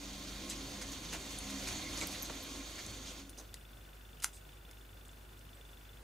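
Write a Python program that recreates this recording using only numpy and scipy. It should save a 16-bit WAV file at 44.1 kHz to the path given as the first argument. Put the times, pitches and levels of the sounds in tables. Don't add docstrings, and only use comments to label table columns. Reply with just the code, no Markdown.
import sys
import numpy as np
from scipy import signal
from scipy.fft import rfft, irfft, next_fast_len
from scipy.io import wavfile
from scipy.ndimage import uniform_filter1d

SR = 44100
rng = np.random.default_rng(int(sys.argv[2]) if len(sys.argv) > 2 else 0)


def master(y):
    cut = np.clip(np.atleast_2d(y).T, -1, 1)
    pcm = np.round(cut * 32767)
    wavfile.write(sys.argv[1], SR, pcm.astype(np.int16))


def ratio(d):
    e = np.asarray(d, float) / 20
    return 10 ** e


N = 265916

# (time [s], level [dB])
PUMP_EFFORT = [(0.0, -50), (0.45, -47.5), (1.2, -48), (1.6, -45), (1.75, -43), (1.87, -46), (2.0, -43.5),
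               (2.15, -46.5), (2.6, -48.5), (2.9, -49), (3.2, -51.5), (3.235, -58), (3.3, -67.5),
               (3.45, -64.5), (3.7, -110)]
# (frequency [Hz], likeness [0-1])
PUMP_LIKENESS = [(60, 0.99), (180, 1), (550, 0.98), (1650, 0.52), (4970, 0.74), (15000, 1)]


def rms_one(x):
    return x / np.sqrt(np.mean(x ** 2) + 1e-20)


def pump_effort_db():
    s, level_db = np.transpose(PUMP_EFFORT)
    return np.interp(np.arange(N) / SR, s, level_db)


def at_hz(points, hz):
    curve_hz, value = np.transpose(points)
    return np.interp(np.log(hz), np.log(curve_hz), value)


def drift(rate_hz):
    r = np.exp(-80 * np.pi * rate_hz / SR)
    settle = 2000
    white = rng.standard_normal(N // 40 + settle + 2)
    slow = signal.lfilter([1], [1, -2 * r, r * r], white)[settle:]
    return np.interp(np.arange(N) / 40, np.arange(len(slow)), rms_one(slow))


def ring(force, hz, t60):
    r = ratio(-60 / (t60 * SR))
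    w = 2 * np.pi * hz / SR
    return signal.lfilter([0, np.sin(w)], [1, -2 * r * np.cos(w), r * r], force + 1e-18)


def spread_out(mid, side, likeness):
    alike = np.clip(likeness, 0, 1)
    return np.sqrt((1 + alike) / 2) * mid + np.sqrt((1 - alike) / 2) * side * [[1], [-1]]


def banded_noise(spectrum, likeness, patchy_db):
    edges = np.geomspace(spectrum[0][0], spectrum[-1][0], 17)
    out = 0
    together = drift(24)
    white = rng.standard_normal((2, 2, N))
    for k, (low, high) in enumerate(zip(edges, edges[1:])):
        band = signal.butter(2, [low, high], "band", fs=SR, output="sos")
        mid, side = signal.sosfilt(band, white[k % 2])
        gain = ratio(patchy_db * (0.68 * together + drift(21.5)))
        out = out + gain * spread_out(mid, side, at_hz(likeness, np.sqrt(low * high)))
    size = next_fast_len(N)
    colour = ratio(at_hz(spectrum, np.fft.rfftfreq(size, 1 / SR) + 1))
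    return rms_one(irfft(rfft(out, size) * colour, size)[:, :N])


def resonant_noise(peaks, likeness):
    out = 0
    white = rng.standard_normal((2, N))
    for hz, width_hz, level_db in peaks:
        t60 = np.log(1000) / np.pi / width_hz
        mid, side = rms_one(ring(white, hz, t60))
        swell_db = 1.7 * drift(1.7) * (hz < 600)
        out = out + ratio(level_db + swell_db) * spread_out(mid, side, at_hz(likeness, hz))
    return out


def surges():
    # (middle [s], length [s], frequency [Hz], rms level [dB])
    surge_rows = [(.25, 0.4, 133, -60), (0.644, 1, 516, -66), (1.18, 0.26, 386, -58.5),
                  (1.702, 0.25, 378, -58), (.04, 0.43, 288, -54.5), (.25, 1, 199, -59),
                  (0.726, 0.3, 200.6, -56.5), (0.86, 0.61, 278, -54.5), (1.104, 0.33, 168, -56.5),
                  (1.527, 0.58, 201.4, -54), (1.542, .35, 272, -50), (1.9, 0.55, 311, -52),
                  (1.95, 0.31, 107, -55.5), (2.036, 0.21, 169.4, -55.5), (2.5, 0.44, 275, -54),
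                  (2.905, 0.4, 102, -54), (3.22, 0.26, 278.3, -56), (3.186, .15, 186, -62)]
    t = np.arange(N) / SR
    out = 0
    wander = .5 * drift(11)
    for s, length, hz, level_db in surge_rows:
        swell = np.cos(np.pi * np.clip((t - s) / length, -.5, .5)) ** 2
        tone = np.sqrt(2) * np.sin(2 * np.pi * hz * t + wander)
        out = out + ratio(level_db) * swell * tone
    return out


def pump():
    # (frequency [Hz], density [dB per Hz])
    hiss_colour = [(290, -30), (500, -5), (553, -1), (594, -4.5), (769, -6.5), (839, -6), (1040, -5),
                   (1700, -7.5), (2070, -6), (3150, -4), (4440, -2.5), (5350, -6), (6360, -2), (7450, -9),
                   (15500, -24)]
    # (frequency [Hz], width [Hz], level [dB])
    hiss_peaks = [(631, 16, -19.5), (744, 22, -18), (1067, 23, -16), (1396, 25, -24), (2136, 83, -16.5),
                  (2412, 54, -15.5), (3256, 24, -14), (3540, 31, -16), (3706, 33, -13), (4300, 24, -17.5),
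                  (4405, 13, -14), (6500, 28, -14), (6710, 79, -23.5), (6910, 82, -18.5)]
    # (frequency [Hz], left minus right [dB])
    balance = [(60, 0.0), (180, -0.5), (550, -1.0), (1650, -3.5), (4970, -1.5), (15000, 0.0)]
    # (frequency [Hz], width [Hz], level [dB])
    upper_modes = [(276.6, 12, -1), (309.6, 49, 1.5), (366, 23, -12), (427, 19, -21), (505, 8, -8)]
    middle_modes = [(171, 14, -8), (199.6, 5, 8.5), (221, 3.6, 0)]
    lowest_modes = [(71.3, 3.4, -7), (109, 5.7, 4.5), (120, 16, 3)]
    drone_db = [-4.5, -12, -14]
    linger_s, sag_db_per_s, lag_s = 0.097, 0.65, .000018

    effort = ratio(pump_effort_db())
    r = np.exp(-1 / (linger_s * SR))
    drone = signal.lfilter([1 - r], [1, -r], effort, zi=[r * effort[0]])[0]
    hiss = banded_noise(hiss_colour, PUMP_LIKENESS, patchy_db=1.34)
    hiss = rms_one(hiss + resonant_noise(hiss_peaks, PUMP_LIKENESS))
    air = effort * hiss + surges()
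    sag_db = sag_db_per_s * np.arange(N) / SR
    for level_db, modes in zip(drone_db, [upper_modes, middle_modes, lowest_modes]):
        air = air + drone * ratio(level_db - sag_db) * rms_one(resonant_noise(modes, PUMP_LIKENESS))
    size = next_fast_len(N)
    hz = np.fft.rfftfreq(size, 1 / SR) + 1
    lead = np.exp(1j * np.pi * np.minimum(hz, 5000) * (hz < 9000) * lag_s)
    lean = ratio(at_hz(balance, hz) / 2) * lead
    return irfft(rfft(air, size) * [lean, 1 / lean], size)[:, :N]


def hum():
    # (multiple of the mains, level [dB])
    mains_harmonics = [(2, -69), (3, -78), (5, -75.5), (6, -77), (7, -79)]
    mains_hz, mains_db, sag_db_per_s = 50.09, -53.5, 0.5
    beat_hz, slowing_hz_per_s2, start_cycles = 3.99, .185, -.378
    motor_db, case_hz, case_db, case_resting_db = -15, 74.6, -16.5, -79

    t = np.arange(N) / SR
    effort = ratio(uniform_filter1d(pump_effort_db(), size=SR // 4))
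    phase = 2 * np.pi * mains_hz * t
    mains = ratio(mains_db - sag_db_per_s * t) * np.sin(phase)
    harmonics = sum(ratio(level_db) * np.sin(round(k) * phase) for k, level_db in mains_harmonics)
    beat = 2 * np.pi * (start_cycles + beat_hz * t - slowing_hz_per_s2 * t ** 3 / 3)
    motor = ratio(motor_db) * effort * np.sin(phase - beat)
    case_level = ratio(case_db) * effort + ratio(case_resting_db)
    case = case_level * np.sin(2 * np.pi * case_hz * t)
    return np.sqrt(2) * (mains + harmonics + motor + case)


def ticks():
    # (frequency [Hz], level [dB], t60 [s], delay [s])
    body_steps = [(2590, -55, 0.0052, 0.0029), (3000, -58.5, 0.011, .001), (3510, -58, 0.029, .0030),
                  (3520, -69, 0.012, .0215), (2800, -64, 0.022, .014)]
    treble_steps = [(12250, -67, .01, .0105), (12250, -70, .01, .017), (14200, -65, .015, .003),
                    (14200, -68, .012, .0275), (15100, -65, .012, .0135), (15100, -67, .012, .0215),
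                    (15100, -66, .015, .0265), (15100, -70, .01, .005)]
    start_s, period_s = .0088, .04
    at = np.arange(start_s, N / SR - .04, period_s)
    out = 0
    for hz, level_db, t60, delay in body_steps + treble_steps:
        force = np.zeros(N)
        late, loud = rng.standard_normal((len(at), 2)).T
        hits = ((at + delay + .0002 * late) * SR).astype(int)
        force[hits] = ratio(level_db + (1.9 + (hz > 9000)) * loud)
        soft = ring(force, hz, 0.0039) * 0.12
        out = out + ring(soft, hz, t60)
    return out * ratio(np.array([[.8], [-.8]]))


def noise_floor():
    # (frequency [Hz], density [dB per Hz])
    floor_colour = [(35, -41), (60, -10), (76, -10), (197, -19), (322, -22.5), (353, -18.5), (478, -21),
                    (604, -22), (1110, -26.5), (1500, -26), (2030, -28.5), (3240, -31.5), (3550, -32),
                    (5160, -35), (15800, -38)]
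    # (frequency [Hz], left-right likeness [0-1])
    floor_likeness = [(60, 0.97), (150, 1), (500, 0.3), (1600, 0.15), (4000, 0.44), (8000, 0.93),
                      (12000, 0.73)]
    # (frequency [Hz], width [Hz], level [dB])
    floor_peaks = [(71, 15, -74.5), (1462, 140, -69.5)]
    noise = ratio(-58.5) * banded_noise(floor_colour, floor_likeness, patchy_db=0.8)
    return noise + resonant_noise(floor_peaks, floor_likeness)


def strike(force, centre_hz, octaves, ring_hz, ring_db, order):
    # (frequency [Hz], level [dB], t60 [s])
    part_modes = [(2280, -17.5, 0.021), (2900, -7, 0.026), (4100, 4, 0.035), (5140, 2, 0.015),
                  (6160, -18.5, .008), (6900, 14, 0.011), (8300, 7, 0.011), (9700, 4, 0.0048),
                  (10500, 3.5, 0.018), (11900, -11.5, 0.0073)]
    wide = 2 ** np.clip(octaves, .08, 3)
    edges = [centre_hz / wide, min(centre_hz * wide, .45 * SR)]
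    crack = signal.sosfilt(signal.butter(order, edges, "band", fs=SR, output="sos"), force)
    rings = 0
    for hz, level_db, t60 in part_modes:
        chance_db = 2 * rng.standard_normal()
        rings = rings + ratio(level_db + chance_db) * ring(crack, hz, t60)
    near_mode = ring(force, ring_hz, .009)
    return rms_one(crack) + ratio(-7) * rms_one(rings) + ratio(ring_db) * rms_one(near_mode)


def add(out, s, sound):
    i = round(s * SR)
    out[:, i:i + sound.shape[1]] += sound


def click(hz, octaves, ring_hz, ring_db):
    t = np.arange(SR // 10) / SR
    force = (t == 0) + .26 * rng.standard_normal(len(t)) * np.exp(-t / .0013)
    sound = strike(force, hz, octaves, ring_hz, ring_db, order=3)
    return ratio(np.array([[.6], [-.6]])) * sound / np.abs(sound).max()


def scuff(length, hz, octaves, ring_hz, ring_db):
    t = np.arange(SR // 10) / SR
    stroke = np.sin(np.pi * np.clip(t / length, 0, 1) ** 0.43) ** 0.52
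    uneven = ratio(7.0 * rng.standard_normal(len(t)))
    slips = rng.standard_normal((2, len(t))) * uneven * stroke
    mid, side = strike(slips, hz, octaves, ring_hz, ring_db, order=2)
    side = signal.sosfilt(signal.butter(2, 6500, fs=SR, output="sos"), side)
    sound = spread_out(mid, side, 0.86) * ratio(np.array([[-.8], [.8]]))
    return rms_one(sound) * np.sqrt(length * SR / len(t))


def handling():
    # (time [s], peak [dB], centre [Hz], main ring [Hz], main ring [dB])
    broad_clicks = [(.4992, -26, 7000, 7640, 5), (2.224, -31, 10000, 11900, 14),
                    (2.23, -31, 10000, 11600, 14), (3.2948, -37, 7500, 9550, -1),
                    (3.3012, -44, 8500, 10260, 0), (3.542, -28.5, 6050, 9950, -6),
                    (4.2018, -43, 6500, 5190, -4), (4.712, -40, 7200, 6900, -22),
                    (5.057, -50, 7500, 8300, 0)]
    # (time [s], peak [dB], frequency [Hz], spread [octaves])
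    pings = [(1.3876, -26.5, 9050, 0.34), (2.0712, -28, 11800, 0.41), (2.224, -39, 5880, 0.12),
             (2.2306, -41, 5880, .15), (2.352, -45, 11860, .2), (2.4294, -42, 11700, .1),
             (2.438, -41, 11900, .12), (2.864, -32, 7500, 0.42), (3.543, -49, 1940, 0.19),
             (4.5206, -54, 3430, .15), (4.7118, -53, 2090, 0.16), (5.0823, -47, 8400, 0.24),
             (5.114, -52, 7500, .4), (5.379, -51, 9600, .4), (5.392, -47, 8250, .6)]
    # (time [s], peak [dB], frequency [Hz], spread [octaves])
    snap = [
        (4.2381, -27, 7800, .95),
        (4.2434, -15, 7600, .5),
        (4.2439, -21, 1550, .9),
    ]
    # (start [s], length [s], level [dB], centre [Hz], main ring [Hz])
    rubs = [(0.813, 0.029, -46.5, 3000, 2210), (0.916, 0.025, -50, 4900, 7000),
            (1.122, 0.043, -44.5, 3320, 2980), (1.123, 0.058, -49.5, 475, 390),
            (1.498, 0.024, -48.5, 3500, 2130), (1.671, 0.028, -42.5, 3300, 2520),
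            (2.013, 0.041, -48, 590, 403), (2.296, .012, -43.5, 460, 640),
            (2.297, 0.011, -50.5, 1700, 1000), (2.78, 0.036, -50, 2430, 2300),
            (3.379, 0.057, -58.5, 390, 684), (4.221, 0.043, -46, 3900, 9700)]
    brushes = [(0.493, 0.038, -46.5, 6400, 8130), (0.507, 0.02, -46.5, 3000, 2230),
               (1.303, .051, -56.5, 7000, 8300), (1.972, .031, -46.5, 5960, 5900),
               (2.005, 0.046, -44.5, 5130, 7600), (2.105, .062, -52, 6740, 6150),
               (2.14, 0.03, -49, 2470, 2360), (2.244, .034, -50, 4960, 4100),
               (3.056, 0.079, -52, 4230, 3670), (3.375, 0.041, -55, 6650, 6300),
               (4.328, 0.068, -61, 6860, 8260)]
    # (start [s], length [s], level [dB], frequency [Hz])
    squeaks = [(1.746, 0.066, -54, 6450), (1.823, 0.096, -52.5, 2060), (2.008, 0.032, -43.5, 2140),
               (3.566, 0.014, -64, 2800), (4.197, .01, -60, 2900), (3.383, .02, -55.5, 6200),
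               (4.333, .045, -66, 8260), (4.334, .04, -70, 9700), (5.048, .012, -68, 8300),
               (5.544, .02, -69, 8200)]

    out = np.zeros((2, N))
    for s, peak_db, hz, ring_hz, ring_db in broad_clicks:
        add(out, s, ratio(peak_db) * click(hz, 0.77, ring_hz, ring_db))
    for s, peak_db, hz, octaves in pings + snap:
        add(out, s, ratio(peak_db) * click(hz, octaves, hz, ring_db=-7))
    for s, length, level_db, hz, ring_hz in rubs:
        add(out, s, ratio(level_db) * scuff(length, hz, 1.43, ring_hz, ring_db=-5.5))
    for s, length, level_db, hz, ring_hz in brushes:
        add(out, s, ratio(level_db) * scuff(length, hz, 0.73, ring_hz, ring_db=-7))
    for s, length, level_db, hz in squeaks:
        add(out, s, ratio(level_db) * scuff(length, hz, 0.084, hz, ring_db=-5))
    return out


def room(x):
    t60_s, wall_cut_hz = .13, 13700
    t = np.arange(SR // 4) / SR
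    tail = rng.standard_normal((2, len(t))) * ratio(-60 * t / t60_s) * (t > .002)
    tail = signal.sosfilt(signal.butter(1, wall_cut_hz, fs=SR, output="sos"), tail)
    tail = spread_out(*tail, 0.7)
    tail = tail / np.sqrt(np.sum(tail ** 2) / 2)
    return signal.fftconvolve(x, tail, axes=1)[:, :N]


def scene():
    background = pump() + hum() + ticks() + noise_floor()
    hands = handling()
    return background + hands + ratio(-10.5) * room(hands)


def top_cut(x):
    return signal.sosfilt(signal.butter(12, 15960, fs=SR, output="sos"), x)


def record(dry):
    low_pass = signal.ellip(12, .5, 70, 15700, fs=SR, output="sos")
    mix = signal.sosfilt(low_pass, dry)
    return top_cut(mix)


dry = scene()
out = record(dry)
master(out)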